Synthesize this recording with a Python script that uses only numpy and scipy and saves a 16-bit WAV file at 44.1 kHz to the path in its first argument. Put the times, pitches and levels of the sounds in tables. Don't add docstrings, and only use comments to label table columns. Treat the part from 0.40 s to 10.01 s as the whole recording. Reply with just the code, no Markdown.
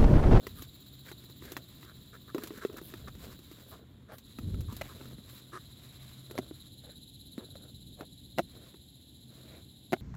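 import sys
import numpy as np
from scipy import signal
from scipy.fft import rfft, irfft, next_fast_len
from scipy.io import wavfile
from scipy.ndimage import uniform_filter1d

SR = 44100
rng = np.random.default_rng(int(sys.argv[2]) if len(sys.argv) > 2 else 0)


def pcm_store(signal):
    levels = np.round(np.clip(np.atleast_2d(signal), -1, 1) * 32767)
    wavfile.write(sys.argv[1], SR, levels.astype(np.int16).T)


N = 423801

# start_s, flap_peak_db, nominal_pitch_hz, sheet_re_flap_db, crack_re_flap_db
FLAP_CLICKS = [(0.068, -30.5, 400, 0, -5.5), (0.222, -38, 320, -3, 4.5), (0.716, -38.5, 357, 6, -2.5),
               (1.023, -39.5, 353, -3.5, -10), (1.053, -37.5, 397, -11, -5), (1.119, -34, 350, -9, 0.5),
               (1.136, -42, 350, -5, -8), (1.167, -32.5, 313, 10.5, -2), (1.43, -47, 250, 7.5, -13),
               (1.947, -20, 326, -9.5, -17.5), (1.982, -25, 262, -3.5, -13.5), (2.036, -30, 333, -22, -2.5),
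               (2.073, -38.5, 202, -2, 3), (2.106, -29.5, 326, -9, -26), (2.176, -32.5, 215, -13, -10),
               (2.250, -16.5, 400, -11, -32), (2.299, -35, 350, -6, -24), (2.342, -34.5, 308, -9, -17),
               (2.370, -40, 336, -8, 3.5), (2.382, -38, 334, -3, -4), (2.415, -33.5, 343, -12, -13),
               (2.539, -32.5, 337, 2, -9), (2.682, -33, 224, 0, -14.5), (3.114, -37, 320, -8, -9.5),
               (3.783, -40, 205, -9, -1), (3.987, -26, 236, -7.5, -16), (4.144, -32.5, 290, -7.5, -20),
               (4.207, -38.5, 235, -6, -2), (4.325, -29.5, 221, -32, -10), (4.366, -40.5, 202, -25, 6.5),
               (4.413, -31.5, 577, 2, -11), (4.612, -38, 280, -1, -19), (4.656, -38, 237, -7, -9),
               (4.784, -34, 204, -14, -28), (5.911, -33.5, 364, -4, -5), (5.954, -35, 530, -10, -13.5),
               (6.111, -29.5, 308, -19, -31.5), (6.98, -23, 230, -14.5, -28), (7.155, -40, 554, -1.5, -12),
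               (7.609, -31.5, 297, 0.5, -14), (8.343, -43, 356, -2.5, -18)]
# start_s, body_peak_db, pitch_ratio, tilt_db_per_octave, sheet_peak_db, crack_peak_db
TABLE_BLOWS = [(5.979, -28, 1.67, -1, -23.5, -42), (5.986, -26, 1.1, 7, -37, -26.5),
               (5.989, -19, 1.08, -10, -29.5, -50), (7.979, -26.5, 0.97, -8, -38.5, -40),
               (7.9847, -19.5, 1.05, 20, -17, -22.5), (7.9924, -13.5, 1.02, 11, -18, -22.5),
               (7.998, -18, 1.01, 3, -40, -59), (9.5232, -21.5, 1.03, -7, -39, -29.5),
               (9.531, -12, 1.03, -1.5, -17.5, -23), (9.5369, -17, 1.13, 2, -17.5, -38),
               (9.566, -44, 1.2, 4, -46, -57)]
# nominal_hz, level_db, t60_s
TABLE_MODES = [(198, -31, 0.048), (239.6, -3.5, 0.049), (343, 2.5, 0.044), (584, -6.5, 0.056),
               (664, 5, 0.022)]
# nominal_hz, level_db, t60_s
PLASTIC_MODES = [(967, -9, 0.017), (1104, 3.5, 0.0078), (1274, 6, 0.011), (1470, -1.5, 0.0097),
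                 (1860, 3.5, 0.0097), (2040, -7.5, 0.009), (2150, -34.5, 0.044), (2586, -2.5, 0.013),
                 (3310, -6.5, 0.011), (3840, -9, 0.026)]
# freq_hz, level_db, t60_s
PANEL_MODES = [(317, -9, 0.037), (368, -0.5, 0.074), (411, 3, 0.11)]
# freq_hz, level_db
CRACK_SPECTRUM = [(500, -3), (1500, -8.5), (4000, -1), (5300, -6), (7300, -3.5), (8800, -14.5),
                  (11500, -0.5), (15500, -4)]
# freq_hz, level_db
RUB_SPECTRUM = [(200, 20), (380, 18.5), (650, 14.5), (900, -2), (1500, 6), (2300, -16.5), (3500, 1.5),
                (7000, -28)]
# freq_hz, level_db
SWISH_SPECTRUM = [(1000, 8.5), (2500, 3.5), (4500, 4.5), (6000, -4), (7400, 4), (8800, -9), (11000, 1),
                  (13000, 2.5), (15500, -3)]
# freq_hz, level_db
GUST_SPECTRUM = [(25, -6), (50, -6), (85, -1), (150, -7.5), (260, -13.5), (380, -24.5), (480, -30),
                 (800, -47)]
# freq_hz, level_db
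RUMBLE_SPECTRUM = [(15, -61), (25, -31), (70, 1), (162, -4), (247, -5), (283, -5.5), (406, -17.5),
                   (573, -24), (707, -25.5), (1330, -40.5), (1490, -34.5), (2400, -36), (3120, -64.5),
                   (5280, -120)]
# freq_hz, level_db
FIRST_BODY = [(2800, -43), (3400, -32), (3750, -3.5), (3970, 4.5), (4150, -3), (4450, -11.5), (6000, -40),
              (7300, -10.5), (8700, -59), (11200, -15), (12500, -39), (13800, -14), (14700, -1.5),
              (15700, -26.5)]
# freq_hz, level_db
SECOND_BODY = [(2800, -46), (3400, -33), (3800, -1), (4040, 1.5), (4200, -6.5), (4450, -18.5),
               (5800, -37.5), (7350, -14), (8600, -38.5), (10300, -18.5), (11300, -7.5), (12100, -31),
               (14600, -22.5), (15700, -24)]
# freq_hz, level_db
CHORUS_SPECTRUM = [(2400, -26), (3300, -6), (3850, -1), (4450, -15), (5900, -30.5), (7300, -12),
                   (8700, -33.5), (10200, -21), (11150, -10.5), (12100, -21.5), (14600, -21.5),
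                   (15700, -29)]
# middle_s, nominal_length_s, level_db, centre_hz
SCRAPE_RUNS = [(0.194, 0.059, -59, 1460), (0.196, 0.067, -57, 13100), (0.681, 0.044, -54.5, 1840),
               (1.088, 0.11, -57.5, 1880), (1.488, .07, -58.5, 1560), (1.749, 0.041, -53.5, 1560),
               (1.895, 0.037, -54.5, 1460), (2.032, .04, -51.5, 1620), (2.173, 0.064, -54.5, 1710),
               (2.228, 0.031, -44.5, 1550), (2.382, 0.03, -47, 1530), (2.463, 0.08, -54.5, 13200),
               (2.683, 0.023, -48, 1450), (2.838, 0.063, -57, 550), (2.916, 0.033, -60, 1320),
               (3.3, .048, -56.5, 13600), (3.338, 0.043, -54, 1400), (3.34, 0.047, -58, 630),
               (3.721, 0.05, -51, 616), (3.725, 0.08, -57.5, 1550), (3.754, 0.069, -61.5, 13100),
               (4.308, 0.05, -53.5, 1190), (4.417, 0.013, -40.5, 2380), (4.453, 0.059, -57, 2180),
               (4.508, 0.041, -54.5, 1290), (4.944, 0.1, -60, 13900), (5.156, 0.058, -44, 1450),
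               (5.57, 0.44, -68.5, 2470), (6.47, 0.06, -56.5, 564), (6.488, 0.12, -67, 1790),
               (7.011, 0.063, -49, 425), (7.015, 0.14, -75, 1620), (7.615, 0.067, -49.5, 527),
               (8.22, 0.29, -73, 2140), (9.13, 0.13, -63, 2300)]
# start_s, length_s, level_db
HAND_RUBS = [(0.0, 0.098, -58.5), (1.02, 0.21, -58.5), (1.36, 0.24, -69.5), (1.95, 0.16, -59),
             (2.29, 0.4, -60), (2.82, .13, -55.5), (3.14, 0.32, -61.5), (4.42, 0.34, -58.5),
             (4.78, 0.35, -66), (5.45, 0.41, -72), (5.89, 0.19, -57), (7.03, 0.28, -62.5),
             (8.14, 0.17, -61), (8.9, 0.31, -60.5)]
# start_s, length_s, level_db
SLEEVE_SWISHES = [(0.0, .26, -63.5), (.66, 0.053, -55), (1.03, 0.1, -59), (1.28, 0.17, -66.5),
                  (1.97, 0.32, -60), (2.45, 0.18, -62.5), (2.8, .16, -57), (3.0, 0.41, -66.5),
                  (4.29, 0.46, -60.5), (4.86, 0.16, -60), (5.35, .45, -64), (8.08, 0.24, -68.5),
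                  (8.9, 0.33, -68.5)]
# start_s, length_s, level_db
SHEET_GUSTS = [(0.05, 0.18, -50.5), (2.57, 0.39, -50.5), (4.0, .11, -37), (4.12, 0.2, -37.5),
               (4.33, 0.033, -35), (4.38, 0.084, -45.5), (4.52, 0.3, -55), (5.45, 0.22, -62),
               (7.32, 0.23, -52.5), (7.81, 0.27, -56.5)]
# start_s, length_s, level_db
CREASE_CREAKS = [(1.952, 0.033, -35.5), (2.0, .2, -52.5), (2.29, 0.066, -54)]
# start_s, length_s, start_rate_hz, rate_loss_by_end_hz, power_of_fall
FIRST_CALL = (-2.608, 6.1, 16.24, 6.16, 5)
# start_s, length_s, start_rate_hz, rate_loss_by_end_hz, power_of_fall
SECOND_CALL = (3.737, 6.0, 17.02, 3.7, 3.25)

TICKS_FROM_S, TICKS_TO_S, TICK_COUNT = 0.8, 3.2, 6
TICK_PEAK_DB, TICK_NOMINAL_HZ = -45, 347
RUB_ATTACK_S, RUB_RELEASE_S = 0.018, 0.073
SWISH_ATTACK_S, SWISH_RELEASE_S = 0.086, 0.037
HELD_LENGTH_S, HELD_RUB_DB, HELD_SWISH_DB = 6.2, -73, -68.5
CREAK_ATTACK_S, CREAK_RELEASE_S = 0.015, 0.031
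GUST_ATTACK_S, GUST_RELEASE_S = 0.015, 0.05
DRAUGHT_DB, DRAUGHT_LENGTH_S = -60, 8.2
RUMBLE_DB = -57
FIRST_DB, SECOND_DB = -59.5, -58
CALL_ATTACK_S, CALL_RELEASE_S = 0.11, 0.26
EFFORT_PEAK, EFFORT_WIDTH = 0.5, 0.2
SLACK_DB, SLACK_THROB_DB, FULL_THROB_DB = -4.5, 5.5, 12
CHORUS_DB, CHORUS_SWELL_RE_CALL_DB = -64.5, -5.5
SHADE_START_S, SHADE_LENGTH_S, SHADE_EDGE_S, SHADE_DB, SHADE_CORNER_HZ = 3.38, 0.45, 0.05, -9.5, 2480
HUM_DB = -61.5
HUM_SWELL_START_S, HUM_SWELL_LENGTH_S, HUM_SWELL_DB, HUM_EDGE_S = 4.26, 2.08, -55, 0.46


def flaps():
    out, t = np.zeros(N), np.arange(SR // 10) / SR
    tick_starts = rng.uniform(TICKS_FROM_S, TICKS_TO_S, TICK_COUNT)
    ticks = [(s, TICK_PEAK_DB, TICK_NOMINAL_HZ, -4, -3) for s in tick_starts]
    for start_s, db, hz, sheet_db, crack_db in FLAP_CLICKS + ticks:
        flap_modes = [(hz, 0, 0.038), (hz * 1.103, -8, 0.03), (hz * 0.605, -15, 0.04)]
        flap = ring(t, flap_modes, 0.99)
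        grip_ratio = np.exp(0.031 * rng.standard_normal())
        sheet = chatter(t, grip_ratio, slip_db=-21.5, slip_t60=0.038)
        burst = crack(t, t60=0.027, tail_db=-2.5, tail_t60=0.088)
        click = flap + undb(sheet_db) * sheet + undb(crack_db) * burst
        add(out, start_s, undb(db) * click)
    return lowcut(out, hz=245)


def tabletop():
    out, t = np.zeros(N), np.arange(SR // 10) / SR
    for start_s, body_db, ratio, tilt_db, sheet_db, crack_db in TABLE_BLOWS:
        modes = [(hz, db + tilt_db * np.log2(hz), t60) for hz, db, t60 in TABLE_MODES]
        body = undb(body_db) * ring(t, modes, ratio)
        sheet = undb(sheet_db) * chatter(t, ratio, slip_db=-23.5, slip_t60=0.029)
        burst = undb(crack_db) * crack(t, t60=0.0049, tail_db=-12.0, tail_t60=0.068)
        add(out, start_s, body + sheet + burst)
    dull = signal.butter(1, 9000, fs=SR, output="sos")
    return signal.sosfilt(dull, lowcut(out, hz=176))


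def chatter(t, ratio, slip_db, slip_t60):
    contact = undb(slip_db) * rng.standard_normal(len(t)) * fade(t, slip_t60)
    contact[0] = 1
    modes = ring(t, PLASTIC_MODES, ratio, scatter_db=2)
    return peak_one(signal.fftconvolve(contact, modes)[:len(t)])


def crack(t, t60, tail_db, tail_t60):
    decay = fade(t, t60) + undb(tail_db) * fade(t, tail_t60)
    return peak_one(colour(rng.standard_normal(len(t)), CRACK_SPECTRUM) * decay)


def creak():
    panel = ring(np.arange(SR // 10) / SR, PANEL_MODES, 1.0)
    jerks = grains(rate_hz=230, spread_db=1)
    groan = unit(lowcut(signal.fftconvolve(jerks, panel)[:N], hz=272))
    return groan * swells(CREASE_CREAKS, CREAK_ATTACK_S, CREAK_RELEASE_S)


def scrapes():
    out = np.zeros(N)
    slips = grains(rate_hz=1200, spread_db=2)
    modes = ring(np.arange(SR // 10) / SR, PLASTIC_MODES, 0.925)
    sheet = unit(signal.fftconvolve(slips, modes)[:N])
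    friction = slips + undb(-9) * sheet + undb(-6) * rng.standard_normal(N)
    for middle_s, length_s, db, centre_hz in SCRAPE_RUNS:
        start = int((middle_s - length_s * 0.75) * SR)
        count = int(length_s * 1.5 * SR)
        marks_hz = centre_hz * np.array([1 / 4, 0.55, 0.85, 1.15, 1.7, 7])
        spectrum = list(zip(marks_hz, [6.5, -17.0, 7.5, 4.0, -11.5, -19.0]))
        rasp = colour(friction[start:start + count], spectrum)
        add(out, start / SR, undb(db) * rasp * signal.windows.tukey(count, 0.8))
    return out


def hands():
    rub_rows = HAND_RUBS + [(0.014, HELD_LENGTH_S, HELD_RUB_DB)]
    swish_rows = SLEEVE_SWISHES + [(0.083, HELD_LENGTH_S, HELD_SWISH_DB)]
    rub_gain = swells(rub_rows, RUB_ATTACK_S, RUB_RELEASE_S)
    swish_gain = swells(swish_rows, SWISH_ATTACK_S, SWISH_RELEASE_S)
    slips = grains(rate_hz=800, spread_db=2.5)
    threads = grains(rate_hz=5000, spread_db=2)
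    rub_flicker_db, swish_flicker_db = 2 * walk(45), 2.5 * walk(35)
    rub = colour(slips, RUB_SPECTRUM) * rub_gain * undb(rub_flicker_db)
    swish = colour(threads, SWISH_SPECTRUM) * swish_gain * undb(swish_flicker_db)
    return rub + swish


def gusts():
    flutter_db = 3 * walk(40)
    rows = SHEET_GUSTS + [(0.047, DRAUGHT_LENGTH_S, DRAUGHT_DB)]
    flow = swells(rows, GUST_ATTACK_S, GUST_RELEASE_S)
    return colour(rng.standard_normal(N), GUST_SPECTRUM) * flow * undb(flutter_db)


def cicadas():
    first, second = undb(FIRST_DB), undb(SECOND_DB)
    near = first * cicada(FIRST_BODY, FIRST_CALL) + second * cicada(SECOND_BODY, SECOND_CALL)
    calling = np.hypot(first * effort(FIRST_CALL)[-1], second * effort(SECOND_CALL)[-1])
    chorus_gain = np.hypot(undb(CHORUS_DB), undb(CHORUS_SWELL_RE_CALL_DB) * calling)
    return near + colour(rng.standard_normal(N), CHORUS_SPECTRUM) * chorus_gain


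def cicada(body, call):
    _, length_s, rate_hz, loss_hz, power = call
    age, work, gain = effort(call)
    throb_db = SLACK_THROB_DB + (FULL_THROB_DB - SLACK_THROB_DB) * work
    throbs = length_s * age * (rate_hz - loss_hz * age ** power / (power + 1))
    opening = np.tanh(2.5 * np.cos(2 * np.pi * throbs) + 0.38) - 0.73
    tymbal_hz = 277 * (1 + 0.01984 * walk(30))
    tymbal_phase = 2 * np.pi * np.cumsum(tymbal_hz) / SR
    pulses = rng.standard_normal(N) * undb(9 * np.cos(tymbal_phase))
    return gain * colour(pulses, body) * undb(throb_db * opening)


def effort(call):
    start_s, length_s, *_ = call
    age = np.clip((np.arange(N) / SR - start_s) / length_s, 0, 1)
    work = np.exp(-((age - EFFORT_PEAK) / EFFORT_WIDTH) ** 2)
    gate = swells([(start_s, length_s, 0)], CALL_ATTACK_S, CALL_RELEASE_S)
    return age, work, gate * undb(SLACK_DB * (1 - work))


def rumble():
    drift_db = 1.5 * walk(8)
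    return colour(rng.standard_normal(N), RUMBLE_SPECTRUM) * undb(RUMBLE_DB + drift_db)


def hum():
    swell = swells([(HUM_SWELL_START_S, HUM_SWELL_LENGTH_S, HUM_SWELL_DB)], HUM_EDGE_S, HUM_EDGE_S)
    spectrum = [(100, -27), (122, -2.5), (131, 8), (140, -13.0), (170, -49)]
    return colour(rng.standard_normal(N), spectrum) * np.hypot(undb(HUM_DB), swell)


def shaded(x):
    raised = swells([(SHADE_START_S, SHADE_LENGTH_S, 0)], SHADE_EDGE_S, SHADE_EDGE_S)
    low = signal.sosfiltfilt(signal.butter(2, SHADE_CORNER_HZ, fs=SR, output="sos"), x)
    return low + undb(SHADE_DB * raised) * (x - low)


def undb(db):
    return 10 ** (np.asarray(db) / 20)


def unit(x):
    return x / np.sqrt(np.mean(x ** 2))


def peak_one(x):
    return x / np.abs(x).max()


def colour(x, points):
    hz, db = np.transpose(points)
    size = next_fast_len(len(x))
    octave = np.log2(np.arange(size // 2 + 1) * SR / size + 1)
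    marks = np.log2(hz)
    outside = np.abs(octave - np.clip(octave, marks[0], marks[-1]))
    gain = undb(np.interp(octave, marks, db) - 37 * outside)
    return unit(irfft(rfft(x, size) * gain, size)[:len(x)])


def walk(rate_hz):
    count = int(SR / rate_hz)
    steps = np.repeat(rng.standard_normal(N // count + 1), count)
    return uniform_filter1d(steps, count)[:N]


def grains(rate_hz, spread_db):
    moments = rng.random(N) < rate_hz / SR
    size = rng.standard_normal(N)
    size_db = spread_db * rng.standard_normal(N).clip(-2, 2)
    return unit(moments * size * undb(size_db))


def fade(t, t60):
    return np.exp(-np.log(1000) * t / t60)


def ring(t, modes, ratio, scatter_db=None):
    hz, db, t60 = np.transpose(modes)[:, :, None]
    if scatter_db is not None:
        db = db + scatter_db * rng.standard_normal(db.shape)
    partials = undb(db) * np.sin(2 * np.pi * hz * ratio * t) * fade(t, t60)
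    return peak_one(np.sum(partials, axis=0))


def swells(rows, attack_s, release_s):
    t, power = np.arange(N) / SR, np.zeros(N)
    for start_s, length_s, db in rows:
        rise, fall = (t - start_s) / attack_s, (start_s + length_s - t) / release_s
        gate = np.clip(np.minimum(rise, fall) + 0.5, 0, 1)
        power += (undb(db) * gate) ** 2
    return np.sqrt(power)


def lowcut(x, hz):
    return signal.sosfilt(signal.butter(2, hz, "high", fs=SR, output="sos"), x)


def add(out, start_s, sound):
    start = int(start_s * SR)
    out[start:start + len(sound)] += sound[:N - start]


def scene():
    table = flaps() + tabletop() + creak() + scrapes()
    return (table + shaded(hands() + cicadas()) + gusts() + rumble() + hum())[None]


def record(dry):
    top_cut = signal.ellip(10, 0.2, 80, 15850, fs=SR, output="sos")
    return signal.sosfilt(top_cut, lowcut(lowcut(dry, hz=34), hz=31))


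dry = scene()
out = record(dry)
pcm_store(out)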